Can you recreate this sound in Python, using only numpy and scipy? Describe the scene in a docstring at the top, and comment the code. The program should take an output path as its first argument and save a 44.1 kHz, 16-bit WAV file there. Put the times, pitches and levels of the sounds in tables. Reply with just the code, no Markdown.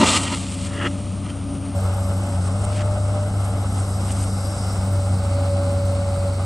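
"""An excavator loading a truck, backwards

A diesel digger works over a steel dump truck with time running backwards: clods and stones swell out of
their own ring and stop dead on the blow, and the pour of dirt starts loud and thins away. The engine
throbs and the pump whines, first far off, then suddenly close, where oil hisses and the turbo whistles."""
import sys
import numpy as np
from scipy.fft import rfft, irfft, next_fast_len
from scipy.io import wavfile
from scipy.ndimage import map_coordinates

SR = 44100
rng = np.random.default_rng(int(sys.argv[2]) if len(sys.argv) > 2 else 0)


def dump(signal):
    """Clip the signal to [-1, 1] and save it as 16-bit WAV at the path in sys.argv[1]."""
    limited = np.clip(np.atleast_2d(signal).T, -1, 1)
    pcm = np.round(limited * 32767).astype(np.int16)
    wavfile.write(sys.argv[1], SR, pcm)


N = 284445
TIME = np.arange(N) / SR
CLOSE_S = 1.748  # the scene changes: from here on the digger is heard close by

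# How often the cylinders fire: time_s, rate_hz
FIRING_RATE = [(0, 96), (.6, 95), (1.05, 97.8), (1.66, 97.8), (1.78, 95.1), (2.08, 94.8), (2.3, 97),
               (2.75, 99.9), (3.2, 99.7), (3.8, 97.2), (4.75, 96.9), (5.25, 94.4), (6.45, 94.3)]
# How loud the exhaust is from afar, close by, and in its close second harmonic: time_s, level_db
FAR_EXHAUST = [(0, -28.5), (.5, -30.5), (.9, -28.5), (1.3, -30.5), (1.74, -30)]
NEAR_EXHAUST = [(2.45, -21.5), (2.9, -21.5), (4.78, -23), (4.9, -20), (5.35, -20), (6.45, -22.5)]
SECOND_HARMONIC = [(1.75, -34), (2.55, -33), (2.8, -37.5), (3.3, -39), (3.8, -35.5), (5, -35), (5.4, -38),
                   (6.45, -38)]
# The exhaust's tones from afar, close by, and in its drone: multiple_of_firing_rate, level_db
FAR_TONES = [(4 / 6, -12), (5 / 6, -11.5), (0.98, 0), (8 / 6, -14), (11 / 6, -11), (2, -7.5),
             (13 / 6, -15.5), (16 / 6, -15), (17 / 6, -13), (3, -21), (20 / 6, -27)]
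NEAR_TONES = [(1, 0), (8 / 6, -28), (10 / 6, -28), (11 / 6, -26), (13 / 6, -27), (17 / 6, -24),
              (20 / 6, -31)]
DRONE_TONES = [(16 / 6, -8), (17 / 6, 0)]
# Swells of the drone, just below the third harmonic: start_s, hold_s, level_db
DRONE_SWELLS = [(.12, .2, -35), (.82, .05, -37), (1.52, .1, -35.5), (1.68, .04, -32), (2.18, .15, -36),
                (2.45, .08, -40), (3.62, .15, -36.5), (4.05, .3, -41), (5.35, .65, -38)]
# The tone colour of the engine's rumble and clatter, far and near: pitch_hz, level_db
FAR_RUMBLE_COLOUR = [(20, -13), (60, 1), (150, 10), (290, 7.5), (400, -7.5), (700, -54)]
FAR_CLATTER_COLOUR = [(210, -42), (350, -9), (560, -6), (720, -7), (1000, -12), (1260, -8.5), (1660, -22),
                      (1900, -21), (3050, -19), (3900, -25.5), (5800, -23.5), (7700, -29), (9150, -11.5),
                      (9700, -25), (10800, -82), (12000, -75)]
NEAR_RUMBLE_COLOUR = [(13, -58), (22, -15), (43, -7), (70, 0.5), (97, -1), (121, -5.5), (145, -6.5),
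                      (195, -6.5), (361, -18), (480, -44), (620, -59), (1060, -120)]
NEAR_CLATTER_COLOUR = [(220, -19), (380, -15.5), (460, -8.5), (498, -11.5), (568, -4.5), (616, -8),
                       (808, -6.5), (949, -15.5), (1310, -11), (1480, -17.5), (1810, -31), (2140, -24.5),
                       (2370, -33.5), (2540, -29.5), (4200, -33), (5460, -49), (9240, -120)]
# The digger drifts a little to the left and back as it swings: time_s, left_minus_right_db
SWING_PAN = [(0, -0.05), (2.2, 0.64), (2.7, 1.25), (3.7, 0.6), (4.7, 0.8), (5.3, 0)]
# Two stereo spreads for noise: pitch_hz, side_minus_middle_db
WIDE_SPREAD = [(100, -64), (500, -33), (1400, -16.5), (1750, 0.5), (2100, -1), (2700, 5.5), (3400, 4),
               (3750, 1), (4300, -21), (5300, -7.5), (6000, -24), (7200, -16), (8700, -31), (9250, -7),
               (10200, 13.5), (11000, -1), (11700, -17)]
NARROW_SPREAD = [(100, -14), (700, -20), (1700, -16), (2300, -26), (8700, -71), (9200, -1), (10200, 14),
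                 (11000, 19), (11700, -28)]
# Arm and bucket strokes that load the pump: start_s, hold_s, level_db, ramp_db_per_s
ARM_STROKES = [(.78, .1, -28, 30), (1.46, .14, -34, 150), (1.752, .025, -27, 400), (1.89, .03, -31.5, 220),
               (2, .15, -33.5, 180), (2.3, .03, -31.5, 260), (2.57, .1, -34, 120), (2.68, .05, -31, 220),
               (2.76, .5, -29, 260), (3.55, .04, -31.5, 240), (4.49, .06, -32, 200),
               (4.93, .14, -32.5, 160), (5.235, .05, -28.5, 360), (5.38, .89, -25, 60), (5.47, .1, -23, 70)]
# Slides of dirt on the steel: start_s, hold_s, level_db
DIRT_SLIDES = [(.09, 0.085, -19.7), (.22, 0.06, -34), (.325, 0.025, -33), (.655, .02, -40),
               (2.768, 0.012, -41)]
# The tone colour of sliding dirt, the landing heap, struck steel and grit: pitch_hz, level_db
DIRT_COLOUR = [(160, -19), (290, 9), (450, -19), (590, -1), (760, -15), (1250, 3), (1680, -6.5), (2000, 1),
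               (2800, 4.5), (4200, 2), (6200, -1.5), (7900, 4.5), (9700, -3), (10500, -56), (12000, -40)]
HEAP_COLOUR = [(110, -30), (200, -1), (310, -2), (420, -10), (590, -2), (760, -7), (1250, -5), (1650, -24),
               (3000, -45)]
STEEL_COLOUR = [(150, -16), (450, -16), (1300, 3), (3200, 2.5), (3900, -5), (8000, -7), (10500, -48)]
GRIT_COLOUR = [(2000, -3), (5000, 0), (7000, 2), (8500, 11), (9600, 6), (10500, -31)]
# The notes at which the truck bed rings: pitch_hz, width_hz, level_db
BED_NOTES = [(280, 40, 2), (570, 50, -7), (880, 40, 0), (989, 25, -1), (1199, 18, 6), (1276, 25, 4),
             (1355, 25, -1), (1899, 30, -1), (2065, 25, 0), (2390, 22, 0), (2760, 35, 4), (2865, 45, 0),
             (3123, 22, 2), (3428, 28, -1), (4215, 25, -2)]
# The booming notes of its floor: pitch_hz, level_db, share_of_ring_time
FLOOR_NOTES = [(221, -1, 1.9), (263.6, -0.5, 1.2), (348.6, -5.5, 1.9), (454, -15, 0.78), (599, -5.5, 1.1),
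               (929, -0.5, 0.95), (980, -4.5, 1.3)]
# Clods striking the bed: time_s, ring_db, boom_db, ring_time_s
CLOD_BLOWS = [(0.019, -19, -8.5, 0.061), (0.037, -19, -4.5, 0.06), (0.28, -27.5, -37, 0.08),
              (.342, -28, -23.5, 0.16), (0.855, -32, -33, .08), (.873, -32, -34, 0.1),
              (1.266, -39, -49, .1), (1.304, -36.5, -41, 0.12), (2.355, -43, -37, 0.32),
              (2.78, -39, -39, 0.15), (2.82, -32, -49, 0.35), (4.109, -36, -48, 0.18),
              (4.241, -40.5, -50, 0.62)]
# Sprays of grit: time_s, level_db
GRIT_SPRAYS = [(.238, -30), (.35, -39), (.415, -35), (.675, -40), (.55, -38), (.626, -41.5), (2.48, -40),
               (2.65, -42.5), (3.452, -46), (3.8, -39.5), (4.125, -38), (4.239, -37)]
# The notes of the steel plate under a dragging stone: pitch_hz, width_hz, level_db
PLATE_NOTES = [(345, 12, 6), (465, 30, -2), (640, 30, 0), (830, 60, -5), (1010, 70, -3), (1220, 110, .5),
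               (1390, 110, .5), (1640, 70, 1), (1890, 170, 1.5), (2620, 120, -8), (2830, 130, -1),
               (3310, 170, -5.5)]
# The hiss of oil flowing through the valves: time_s, level_db
OIL_FLOW = [(1.78, -42.5), (3.55, -43.5), (3.9, -40.5), (4.65, -39), (4.9, -42), (6.45, -43.5)]
# The tone colour of the oil and of the spool, the sliding part of a valve: pitch_hz, level_db
OIL_COLOUR = [(1760, -5.5), (3000, -22), (3380, -30), (3710, -3.5), (4250, -4.5), (5510, 1), (5890, -2),
              (6550, -2.5), (7010, -2), (7980, 7), (9390, 4), (10500, -22.5), (11500, -9), (15000, -127),
              (22000, -120)]
SPOOL_COLOUR = [(4000, -45), (4650, -13), (4850, -1), (5020, 6), (5250, -14), (5580, -1), (6000, -6),
                (7000, -42)]
# The turbocharger's whistle: time_s, pitch_hz, level_db
TURBO_WHISTLE = [(1.75, 11780, -59.5), (2.25, 11450, -59), (2.5, 11100, -63), (3.05, 11060, -64),
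                 (3.3, 11290, -60), (3.8, 11350, -58.5), (4.52, 11610, -57), (4.85, 12030, -61),
                 (5.3, 12040, -64), (6.45, 12100, -66)]
# Single pebbles on the steel: time_s, level_db
PEBBLE_TICKS = [(2.652, -31.5), (2.774, -38), (3.453, -34), (3.508, -41), (3.804, -37), (4.121, -32),
                (4.228, -35.5), (4.247, -36.5)]
# The tone colour of a pebble's tick and of spilling sand: pitch_hz, level_db
TICK_COLOUR = [(5500, -26), (7400, -9), (8300, 0), (9300, -3), (10200, -30)]
SAND_COLOUR = [(1600, -17), (2200, -5), (3300, -26), (3900, -5.5), (4600, -2), (5600, -22), (7500, -20),
               (10000, -40)]
# The tones of a singing valve: starting_pitch_hz, width_hz, level_db
VALVE_TONES = [(4820, 150, -2), (5350, 220, -2.5)]


def amp(db):
    """Turn decibels into a gain to multiply by."""
    return np.exp(np.asarray(db) * (np.log(10) / 20))


def unit(x):
    """Scale a signal to an average (rms) level of 1."""
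    return x / np.sqrt(np.mean(x ** 2) + 1e-20)


def along(points, hz):
    """Read between (pitch_hz, value) points on a musical, logarithmic scale."""
    pitches, values = np.transpose(points)
    return np.interp(np.log(hz + 1), np.log(pitches + 1), values)


def curves(rows):
    """One value per sample for each column after the time."""
    times, *columns = np.transpose(rows)
    return [np.interp(TIME, times, column) for column in columns]


def wobble(rate):
    """A smooth random curve through `rate` points a second."""
    knots = rng.standard_normal(int(N * rate / SR) + 4)
    fine = np.arange(0, len(knots) - 1, 1 / 16)
    return np.interp(TIME * rate, fine, map_coordinates(knots, [fine]))


def filtered(x, response):
    """Multiply each frequency in x by response(hz)."""
    size = next_fast_len(N + 8192)
    return irfft(rfft(x, size) * response(np.fft.rfftfreq(size, 1 / SR)), size)[..., :N]


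def colour(points):
    """A filter response drawn through (pitch_hz, level_db) points."""
    return lambda hz: amp(along(points, hz))


def resonances(notes):
    """A filter response that rings at the given notes; np.conj turns the ring backwards in time."""
    return lambda hz: np.conj(sum(
        (-1) ** k * amp(db) * 1j * hz * width / (pitch ** 2 - hz ** 2 + 1j * hz * width)
        for k, (pitch, width, db) in enumerate(notes)))


def noise(response, spread, drive=1.0):
    """Stereo noise, level 1 in the middle: random pushes, sized by drive, through a filter."""
    pushes = rng.standard_normal((2, N)) * drive
    mid, side = filtered(pushes, lambda hz: response(hz) * amp([0 * hz, along(spread, hz)]))
    return np.array([mid + side, mid - side]) / np.std(mid)


def breathy(hz, width_hz):
    """An airy tone: a narrow band of noise around a moving pitch."""
    waver = wobble(width_hz) + 1j * wobble(width_hz)
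    return unit(np.real(waver * np.exp(2j * np.pi * np.cumsum(hz) / SR)))


def swell(start_s, hold_s, rise, fall):
    """A gain that reaches 1 at start_s, holds, then drops; rise and fall are in dB per second."""
    below_db = rise * np.maximum(start_s - TIME, 0) + fall * np.maximum(TIME - start_s - hold_s, 0)
    return amp(-np.minimum(below_db, 200))


def swells(rows, rise, fall):
    """Follow the loudest of several (start_s, hold_s, level_db) swells."""
    return np.max([amp(db) * swell(start, hold, rise, fall) for start, hold, db in rows], axis=0)


def backwards(time_s, ring_s, stop_s=0.04):
    """A fade turned round: it climbs 60 dB in ring_s up to time_s, then drops 60 dB in stop_s."""
    return swell(time_s, 0, 60 / ring_s, 60 / stop_s)


def leftward(x, lead_db):
    """Make the bass and middle of a sound stronger on the left."""
    tilt = lambda hz: lead_db * along([(1000, 0.99), (2400, 0)], hz)
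    return filtered(x, lambda hz: amp([tilt(hz) / 2, -tilt(hz) / 2]))


def exhaust(firings, tones, unsteady):
    """Unequal cylinders put restless tones between the steadier harmonics of the firing."""
    out = np.zeros(N)
    for multiple, db in tones:
        order = np.round(multiple * 6) / 6  # the pattern repeats every six firings
        waver = unsteady * (.17 if order == 1 else .28 if order == 2 else .6)
        in_step, out_of_step = 1 + waver * wobble(16), waver * wobble(16)
        phase = np.float32(2 * np.pi * (order * firings + rng.random()))
        out += amp(db) * unit(in_step * np.cos(phase) - out_of_step * np.sin(phase))
    return out


def engine(firings, near):
    """The diesel: exhaust tones, a low rumble, and a block that clatters with each firing."""
    cycle = 2 * np.pi * firings
    beat = amp(0.77 * np.cos(cycle) + .5 * np.cos(cycle / 6) + 1.15 * wobble(25))
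    close = amp(curves(NEAR_EXHAUST)[0]) * exhaust(firings, NEAR_TONES, unsteady=0.55)
    close = close + amp(-30.5) * noise(colour(NEAR_RUMBLE_COLOUR), WIDE_SPREAD)
    close += amp(curves(SECOND_HARMONIC)[0]) * exhaust(firings, [(2, 0)], unsteady=0.9)
    close += amp(-34.5) * noise(colour(NEAR_CLATTER_COLOUR), WIDE_SPREAD, beat)
    afar = amp(curves(FAR_EXHAUST)[0]) * exhaust(firings, FAR_TONES, unsteady=0.72)
    afar = afar + amp(-34.5) * noise(colour(FAR_RUMBLE_COLOUR), NARROW_SPREAD)
    drone = exhaust(firings, DRONE_TONES, unsteady=0.8 - 0.4 * near)
    drone *= swells(DRONE_SWELLS, rise=80, fall=160)
    afar += amp(-40) * noise(colour(FAR_CLATTER_COLOUR), NARROW_SPREAD, beat)
    return near * close + (1 - near) * leftward(afar, lead_db=2) + drone


def pump(firings, near):
    """The oil pump's pistons whine at six times the firing rate, louder on each stroke of the arm."""
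    idle = amp(-42.5 + 3 * wobble(18))
    strokes = [amp(db) * swell(start, hold, ramp, ramp) for start, hold, db, ramp in ARM_STROKES]
    flutter = 1 + 0.056 * np.cos(2 * np.pi * firings / 3)  # once per turn of the crankshaft
    working = np.max(strokes, axis=0) * flutter * amp(.7 * wobble(7) + .6 * wobble(40))
    lead = 0.17 * np.array([[1], [-1]])  # the whine reaches the left side a little earlier
    whine = unit(np.sin(2 * np.pi * 6 * firings + 0.11 * wobble(38) + lead))
    return amp(-7 * (1.5 - near)) * np.hypot(idle, working) * whine


def truck(near):
    """The waiting truck idles with a low, uneven throb."""
    phase = 2 * np.pi * np.cumsum(35.1 + 0.89 * wobble(4.08)) / SR
    low = amp(-48) * unit(np.sin(phase))
    octave = amp(-35 + 0.75 * wobble(4)) * unit(np.sin(2 * phase))
    return (low + octave) * amp(-4 * (1.5 - near))


def bed_ring(drive):
    """The truck bed rings freely as bare steel; after CLOSE_S, earth on its floor damps it."""
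    return amp(-13 * (TIME > CLOSE_S)) * noise(resonances(BED_NOTES), NARROW_SPREAD, drive)


def dirt():
    """Grains skid over the steel and thin to a trickle; the main heap thuds and rings the bed."""
    slides = swells(DIRT_SLIDES, rise=125, fall=1100)
    trickle = amp(-29.5 - 18 * TIME)
    heap = swell(start_s=.036, hold_s=0, rise=420, fall=62)
    grains = amp(1.9 * wobble(600) + 1.1 * wobble(90))
    ring = np.hypot(amp(-4.5) * slides, amp(-23.5) * heap) * bed_ring(grains)
    thud = amp(-20.5) * heap * noise(colour(HEAP_COLOUR), NARROW_SPREAD, grains)
    skid = np.hypot(slides, trickle) * noise(colour(DIRT_COLOUR), NARROW_SPREAD, grains)
    return skid + ring + thud


def floor_boom():
    """The bed's floor booms under each clod, backwards: its notes grow up to the blow."""
    boom = np.zeros(N)
    for time_s, _, boom_db, ring_s in CLOD_BLOWS:
        before = np.flatnonzero(TIME < time_s)[-SR // 2:]
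        left_s = time_s - TIME[before]
        notes = sum(amp(db - 60 * left_s / (ring_s * share)) * np.sin(2 * np.pi * hz * left_s)
                    for hz, db, share in FLOOR_NOTES)
        soft_push = 1 - np.exp(-left_s / 0.0043)  # soft earth takes a few milliseconds to press
        boom[before] += amp(boom_db) * notes * soft_push
    return boom


def clods_and_grit():
    """Each clod's steely ring and each spray of grit grows up to its blow and stops there."""
    ring_power = sum((amp(db) * backwards(time_s, ring_s)) ** 2 for time_s, db, _, ring_s in CLOD_BLOWS)
    grit_power = sum((amp(db) * backwards(time_s, ring_s=0.51)) ** 2 for time_s, db in GRIT_SPRAYS)
    crumble = amp(2.1 * wobble(500))
    steel = bed_ring(crumble) + amp(-4) * noise(colour(STEEL_COLOUR), NARROW_SPREAD, crumble)
    grit = noise(colour(GRIT_COLOUR), NARROW_SPREAD, crumble)
    return np.sqrt(ring_power) * steel + np.sqrt(grit_power) * grit


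def dragging_stone(graze_s=.72, end_s=.871, bite_s=.018, dull_above_hz=4400):
    """A stone grazes the plate, then slips and catches along it in a ringing rasp that stops dead."""
    slips = amp(2.5 * wobble(370))
    graze = amp(-41.5) * swell(graze_s, end_s - graze_s, rise=175, fall=1700)
    bite = amp(-23) * swell(end_s - bite_s, bite_s, rise=175, fall=1700)
    plate = lambda hz: resonances(PLATE_NOTES)(hz) / np.hypot(1, (hz / dull_above_hz) ** 2)
    return np.hypot(graze, bite) * noise(plate, NARROW_SPREAD, slips)


def oil_hiss(firings):
    """Oil rushes through the valves; the spool's narrower hiss grows faster than the flow."""
    flow_db, = curves(OIL_FLOW)
    cycle = 2 * np.pi * firings
    flutter = amp(0.24 * np.cos(cycle) + 0.19 * np.cos(cycle / 6) + 0.64 * wobble(60))
    hiss = amp(flow_db) * noise(colour(OIL_COLOUR), WIDE_SPREAD, flutter)
    spool_db = -56.5 + 2.2 * (flow_db - flow_db.mean())
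    return hiss + amp(spool_db) * noise(colour(SPOOL_COLOUR), WIDE_SPREAD, flutter)


def turbo():
    """The spinning turbocharger gives a thin, airy whistle that follows its speed."""
    hz, db = curves(TURBO_WHISTLE)
    return amp(db + 1.7 * wobble(11)) * breathy(hz, width_hz=110)


def pebbles():
    """Each pebble makes one short, high, backwards tick on the steel."""
    ticks = [amp(db) * backwards(time_s, ring_s=0.06, stop_s=0.015) for time_s, db in PEBBLE_TICKS]
    return np.max(ticks, axis=0) * noise(colour(TICK_COLOUR), NARROW_SPREAD)


def singing_valve(start_s=4.43, climb_hz_per_s=760):
    """A valve sings two airy, climbing tones while the oil flows fastest."""
    climb_hz = climb_hz_per_s * np.clip(TIME - start_s, 0, 1)
    tones = sum(amp(db) * breathy(hz + climb_hz, width) for hz, width, db in VALVE_TONES)
    return amp(-47.5) * swell(start_s, hold_s=.29, rise=110, fall=120) * tones


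def sand_spill():
    """A thin stream of sand runs off the bucket and keeps pattering down the side of the truck."""
    stream = amp(-50) * swell(start_s=5.22, hold_s=0, rise=21, fall=0)
    patter = amp(2.6 * wobble(1200))
    return stream * noise(colour(SAND_COLOUR), WIDE_SPREAD, patter)


def scene():
    """Mix digger, truck and load; one engine speed drives exhaust, clatter and pump together."""
    slowing_hz = 6.04 * np.exp(-((TIME - 2.42) / 0.0904) ** 2)  # the engine strains as the bucket bites
    firings = np.cumsum(curves(FIRING_RATE)[0] - slowing_hz) / SR  # a running count
    near = np.clip((TIME - CLOSE_S) / 0.0034, 0, 1)  # 0 far off, 1 close by
    digger = engine(firings, near) + pump(firings, near)
    digger += near * oil_hiss(firings) + singing_valve() + near * turbo()
    load = dirt() + floor_boom() + clods_and_grit() + pebbles() + dragging_stone()
    load = leftward(load, lead_db=1.5) + sand_spill()
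    pan_db, = curves(SWING_PAN)
    return digger * amp([pan_db / 2, -pan_db / 2]) + truck(near) + load


def record(dry, ceiling=.85, top_hz=12150):
    """The highest peaks are softly rounded off; nothing above top_hz is kept."""
    rounded = dry / (1 + np.abs(dry / ceiling) ** 6) ** (1 / 6)
    return filtered(rounded, lambda hz: hz < top_hz)


dry = scene()
out = record(dry)
dump(out)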